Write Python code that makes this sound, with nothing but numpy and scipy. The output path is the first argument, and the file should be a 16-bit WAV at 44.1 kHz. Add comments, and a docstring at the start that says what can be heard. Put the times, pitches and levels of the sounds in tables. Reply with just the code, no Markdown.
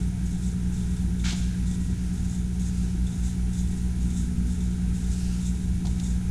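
"""A closed laser engraver at work in a workshop, heard from just in front of its lid.
Its mains-driven air pump drones and buzzes, the exhaust fan rumbles and air hisses from the nozzle.
The head carriage swishes through the same moves about once a second, with belt ticks and a faint whine.
A shoe scuffs the floor once; two light knocks come near the end."""
import sys
import numpy as np
from scipy import signal
from scipy.fft import rfft, irfft
from scipy.io import wavfile

SR = 44100
rng = np.random.default_rng(int(sys.argv[2]) if len(sys.argv) > 2 else 0)


def inscribe(sig):
    """Save sig as 16-bit PCM at rate SR to the path in sys.argv[1].

    A 1-D sig is mono; a 2-D sig holds one channel per row.
    Samples are clipped to [-1, 1] before scaling.
    """
    pcm = np.round(np.clip(np.atleast_2d(sig).T, -1, 1) * 32767)
    wavfile.write(sys.argv[1], SR, pcm.astype(np.int16))


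N = 278182
TIME = np.arange(N) / SR


def undb(db):
    """Decibels to gain."""
    return 10 ** (np.asarray(db) / 20)


def unit(x):
    """Scale to rms 1."""
    return x / np.sqrt(np.mean(x ** 2))


def noise():
    """White noise."""
    return rng.standard_normal(N)


def walk(rate_hz):
    """Smooth random drift, about rate_hz new values a second; rms 1."""
    freq_hz = np.fft.rfftfreq(N, 1 / SR)
    return unit(irfft(rfft(noise()) / (1 + (freq_hz / rate_hz * 2) ** 4), N))


def colour(x, spectrum):
    """Filter by (freq_hz, gain_db) points, steep skirts beyond the ends; rms 1."""
    points_hz, gain_db = np.transpose(spectrum)
    freq_hz = np.fft.rfftfreq(N, 1 / SR) + 1
    gain = undb(np.interp(np.log(freq_hz), np.log(points_hz), gain_db))
    skirts = np.minimum(freq_hz / points_hz[0], 1) ** 4 * np.minimum(points_hz[-1] / freq_hz, 1) ** 4
    return unit(irfft(rfft(x) * gain * skirts, N))


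def band(x, centre_hz, width_hz):
    """One resonance; rms 1."""
    return unit(signal.lfilter(*signal.iirpeak(centre_hz, centre_hz / width_hz, fs=SR), x))


def tone(pitch_hz, phase_turns=0):
    """Sine following a pitch curve; rms 1."""
    return np.sqrt(2) * np.sin(2 * np.pi * (np.cumsum(pitch_hz) / SR + phase_turns))


def grains(rate_hz, spread_db):
    """Dense tiny impacts of unequal size; rms 1."""
    impacts = (rng.random(N) < rate_hz / SR) * noise()
    return unit(impacts * undb(spread_db * np.minimum(rng.exponential(size=N), 4)))


def blows(start_s, level_db, t60_s):
    """Envelope of sudden, decaying blows."""
    age_s = TIME - np.asarray(start_s)[:, None]
    return undb(level_db) @ ((age_s >= 0) * np.exp(-np.log(1000) * np.abs(age_s) / t60_s))


def stroke(start_s, length_s, attack_s, t60_s):
    """Envelope of a movement: rise, hold, decay."""
    age_s = TIME - start_s
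    decay = np.exp(-np.log(1000) * np.maximum(age_s - length_s, 0) / t60_s)
    return np.clip(age_s / attack_s, 0, 1) * decay


def swell(middle_s, length_s, level_db):
    """Round-topped envelope."""
    return undb(level_db) / (1 + (2 * (TIME - middle_s) / length_s) ** 4)


def room(x, t60_s, wet_db):
    """Add the workshop's diffuse tail."""
    tail = noise() * np.exp(-np.log(1000) * TIME / t60_s) * (1 - np.exp(-TIME / 0.012))
    return x + undb(wet_db) * signal.fftconvolve(x, tail / np.linalg.norm(tail))[:N]


# pump drone: mains_multiple, level_db
PUMP_HARMONICS = [(1, -31), (2, -36.5), (3, -31), (4, -55.5), (5, -60)]
# valve buzz through the casing: freq_hz, gain_db
VALVE_SPECTRUM = [(1200, -11), (2500, -7.5), (3600, 2.5), (4600, -6), (5400, 0.5), (6000, 4.5), (6700, 3),
                  (7400, 2.5)]


def pump(mains_hz, waver_db, buzz_db):
    """Harmonics dip in phase on each suction stroke; two valves tick in turn and ring the casing."""
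    turns = mains_hz * TIME + 0.0038 * walk(2.2)
    drone = 0
    for multiple, level_db in PUMP_HARMONICS:
        peak = np.sqrt(2) * undb(level_db + waver_db * walk(1.0))
        drone -= peak * np.cos(2 * np.pi * round(multiple) * turns)
    valves = 0
    # two ticks a cycle favour even harmonics; the casing scatters size and phase
    for multiple in range(20, 125):
        size = rng.uniform(0.4, 1) * (0.6 if multiple % 2 else 1)
        valves += size * np.cos(2 * np.pi * (multiple * mains_hz * TIME + rng.random()))
    return drone + undb(buzz_db) * colour(valves, VALVE_SPECTRUM)


# shaft and blade tones: pitch_hz, level_db, wander_hz
FAN_TONES = [(55.13, -37, 0.2), (75.14, -41, 0.12), (96.7, -45, 0.32), (161.7, -46.5, 0.52),
             (188.9, -44.5, 0.31), (343, -68, 0.47), (419.3, -62.5, 0.504), (442, -74, 0.25),
             (479.2, -69.5, 1.473), (754, -75.5, 3.88), (1000, -72, 0.42), (1623, -75, 0.915),
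             (2266, -73.5, 2), (3860, -73, 3.05)]
# motor hum, one swell: time_s, level_db
HUM_LEVELS = [(0, -55.5), (1.05, -54), (1.4, -48.5), (3.95, -48), (4.4, -38), (4.9, -50.5), (6.3, -47)]
# exhaust fan and duct: freq_hz, gain_db
RUMBLE_SPECTRUM = [(8, 4.5), (26, -1), (43, -4.5), (60, 1), (85, 2.5), (110, -4.5), (140, -7.5),
                   (170, -0.5), (200, -8.5), (260, -13), (320, -16.5), (400, -20.5), (490, -30.5),
                   (570, -47.5)]


def fans(hum_hz, flutter_db):
    """Shaft and blade tones wander over turbulent duct rumble; a motor hums beside them."""
    tones = 0
    for pitch_hz, level_db, wander_hz in FAN_TONES:
        gain = undb(level_db + 2.86 * walk(2.5))
        tones += gain * tone(pitch_hz + wander_hz * walk(2.98), phase_turns=rng.random())
    time_s, hum_db = np.transpose(HUM_LEVELS)
    hum = undb(np.interp(TIME, time_s, hum_db)) * tone(hum_hz + 0.31 * walk(2.7))
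    rumble = undb(-33 + flutter_db * walk(17)) * colour(noise(), RUMBLE_SPECTRUM)
    return tones + hum + rumble


# cabinet airflow: freq_hz, gain_db
CABINET_SPECTRUM = [(480, -29), (570, -12.5), (660, -1.5), (760, 1.5), (950, -2.5), (1040, -9),
                    (1160, -11.5), (1290, -1.5), (1650, -1), (1880, -5.5), (2300, -5), (3150, -11.5),
                    (3600, -12.5), (5000, -20.5)]
# nozzle hiss: freq_hz, gain_db
NOZZLE_SPECTRUM = [(2500, -5.5), (4500, -5), (6700, -0.5), (8200, -1.5), (9200, -1), (9750, 5),
                   (10300, -7.5), (11400, -7.5), (11700, -15), (12500, -13.5), (13150, -12), (13600, -18),
                   (14300, -15), (15000, -31)]
# broader hiss: freq_hz, gain_db
SURGE_SPECTRUM = [(1400, -4.5), (2050, -14), (2700, -1.5), (3400, -8), (4500, -1), (5500, -0.5),
                  (6900, -0.5), (9000, -5.5), (12000, -19)]
# its swells: middle_s, length_s, level_db
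SURGE_SWELLS = [(2.05, 0.4, -57.5), (2.823, 0.3, -54), (5.265, 0.32, -48)]


def air(flutter_db):
    """Air rushes through the cabinet and hisses from the nozzle; a broader hiss swells at times."""
    cabinet = undb(-54.5 + flutter_db * walk(4.7)) * colour(noise(), CABINET_SPECTRUM)
    nozzle = undb(-53 + flutter_db * walk(28)) * colour(noise(), NOZZLE_SPECTRUM)
    surge = sum(swell(*row) for row in SURGE_SWELLS) * colour(noise(), SURGE_SPECTRUM)
    return cabinet + nozzle + surge


# head moves within one cycle: start_s, length_s, level_db
HEAD_MOVES = [(0.252, 0.082, -48), (0.36, 0.067, -50), (0.416, 0.066, -44), (0.717, 0.057, -46),
              (0.77, 0.032, -45), (0.86, 0.018, -49), (0.9, 0.03, -50), (0.954, 0.02, -49.5)]
# belt and bearings: freq_hz, gain_db
BELT_SPECTRUM = [(1400, -14), (2400, -12), (3250, -14), (3580, 0.5), (4400, -11.5), (5300, -3.5), (6600, 0),
                 (7700, 3), (8300, -2.5), (9600, -2.5), (10600, -14), (14000, -26)]
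# loose parts: centre_hz, width_hz, gain_db
CHATTER_BANDS = [(3565, 130, -22), (3980, 250, -23.5), (6730, 350, -11.5), (7380, 350, -15),
                 (7780, 350, -19)]


def carriage(cycle_s, swish_db, uneven_db, chatter_db):
    """Belt and bearings swish on each move; every loose part chatters in fits of its own."""
    power = sum((undb(level_db) * stroke(cycle_start_s + start_s, length_s, attack_s=0.01, t60_s=0.34)) ** 2
                for cycle_start_s in np.arange(-cycle_s, TIME[-1], cycle_s)
                for start_s, length_s, level_db in HEAD_MOVES)
    travel = np.sqrt(power) * undb(uneven_db * walk(47))
    swish = undb(swish_db) * colour(grains(rate_hz=7000, spread_db=-0.5), BELT_SPECTRUM)
    chatter = 0
    for centre_hz, width_hz, gain_db in CHATTER_BANDS:
        fits = undb(chatter_db * walk(29))
        chatter += undb(gain_db) * unit(fits * band(noise(), centre_hz, width_hz))
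    return travel * (swish + chatter)


# belt ticks: start_s, click_db, ring_db
BELT_TICKS = [(0.797, -54, -51), (0.967, -46, -51), (1.197, -51, -52), (1.712, -44.5, -49.5),
              (2.248, -44, -65), (3.068, -46, -50), (3.588, -45, -53), (4.104, -45, -54), (4.606, -45, -55),
              (5.042, -45, -60)]


def belt_ticks(ring_hz):
    """The belt ticks: a sharp click and a narrow ring."""
    start_s, click_db, ring_db = np.transpose(BELT_TICKS)
    click = blows(start_s, click_db, t60_s=0.054) * colour(noise(), BELT_SPECTRUM)
    ring = blows(start_s, ring_db, t60_s=0.11) * band(noise(), ring_hz, width_hz=90)
    return click + ring


# drive whine: middle_s, length_s, level_db
WHINE_SWELLS = [(0.92, 0.093, -66), (1.81, 0.32, -64.5), (3.7, 0.21, -70)]


def drive_whine(pitch_hz, idle_db):
    """The drive motor whines faintly, louder on some moves."""
    effort = undb(idle_db) + sum(swell(*row) for row in WHINE_SWELLS)
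    return effort * tone(pitch_hz + 3 * walk(18.7))


# grit under the sole: freq_hz, gain_db
GRIT_SPECTRUM = [(1200, -6.5), (2300, -8), (2900, 0), (3800, -1), (5000, -3), (6900, -3), (8500, -11),
                 (10500, -23), (14500, -37)]
# sole edge: freq_hz, gain_db
RASP_SPECTRUM = [(900, 0), (1150, -15), (1450, 5.5), (1900, -0.5), (2300, 9), (2900, -21)]
# hollow thud of sole and knocks: freq_hz, gain_db
THUD_SPECTRUM = [(220, 11), (400, -6), (560, -11.5), (780, 1), (950, -5), (1200, -34), (2500, -30)]


def scuff(start_s, sole_lag_s, squeak_s):
    """A sole's edge rasps, drags over grit and settles with a duller rub; a faint squeak follows."""
    drag = undb(-35.5) * stroke(start_s, length_s=0.084, attack_s=0.012, t60_s=0.17)
    grit = drag * colour(grains(rate_hz=16000, spread_db=1), GRIT_SPECTRUM)
    edge = undb(-40) * stroke(start_s, length_s=0.045, attack_s=0.0044, t60_s=0.25)
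    rasp = edge * colour(grains(rate_hz=4400, spread_db=4.5), RASP_SPECTRUM)
    landing = undb(-38) * stroke(start_s + sole_lag_s, length_s=0.022, attack_s=0.014, t60_s=0.05)
    rub = landing * colour(noise(), THUD_SPECTRUM)
    narrow_noise = band(band(noise(), 1620, 170), 1620, 170)
    squeak = swell(squeak_s, length_s=0.12, level_db=-57.5) * narrow_noise
    return room(grit + rasp + rub, t60_s=1.15, wet_db=-7.5) + squeak


# contacts, the first three heard as one knock: start_s, click_db, thud_db
KNOCK_CONTACTS = [(5.849, -48, -37.5), (5.855, -42.5, -44), (5.869, -40.5, -45), (5.998, -39, -51)]
# contact click: freq_hz, gain_db
CLICK_SPECTRUM = [(1200, -14), (3000, -8), (3900, -1.5), (5200, -5), (6600, -1), (8500, -10), (14000, -34)]


def knocks():
    """Light contacts: a short click over a longer hollow thud."""
    start_s, click_db, thud_db = np.transpose(KNOCK_CONTACTS)
    click = blows(start_s, click_db, t60_s=0.053) * colour(noise(), CLICK_SPECTRUM)
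    thud = blows(start_s, thud_db, t60_s=0.1) * colour(noise(), THUD_SPECTRUM)
    return room(click + thud, t60_s=0.6, wet_db=-13)


def scene():
    """The engraver, a scuff and knocks; drone and head grow slightly louder as the listener nears."""
    approach_db_per_s = 0.16
    nearness = undb(approach_db_per_s * (TIME - TIME.mean()))
    drone = pump(mains_hz=60.02, waver_db=0.55, buzz_db=-58.5) + fans(hum_hz=238.1, flutter_db=1)
    head = carriage(cycle_s=0.936, swish_db=-5, uneven_db=1.64, chatter_db=3.8)
    head += belt_ticks(ring_hz=3540) + drive_whine(pitch_hz=1916, idle_db=-74.5)
    hiss = air(flutter_db=0.56)
    shoe = scuff(start_s=1.238, sole_lag_s=0.073, squeak_s=1.52)
    return (nearness * (drone + head) + hiss + shoe + knocks())[None]


def record(dry):
    """Fade both ends and cut the top treble."""
    fade_s, cutoff_hz = 0.003, 15050
    fade = np.clip(np.minimum(TIME, TIME[-1] - TIME) / fade_s, 0, 1)
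    return signal.sosfilt(signal.ellip(10, 0.1, 80, cutoff_hz, fs=SR, output="sos"), dry * fade)


dry = scene()
out = record(dry)
inscribe(out)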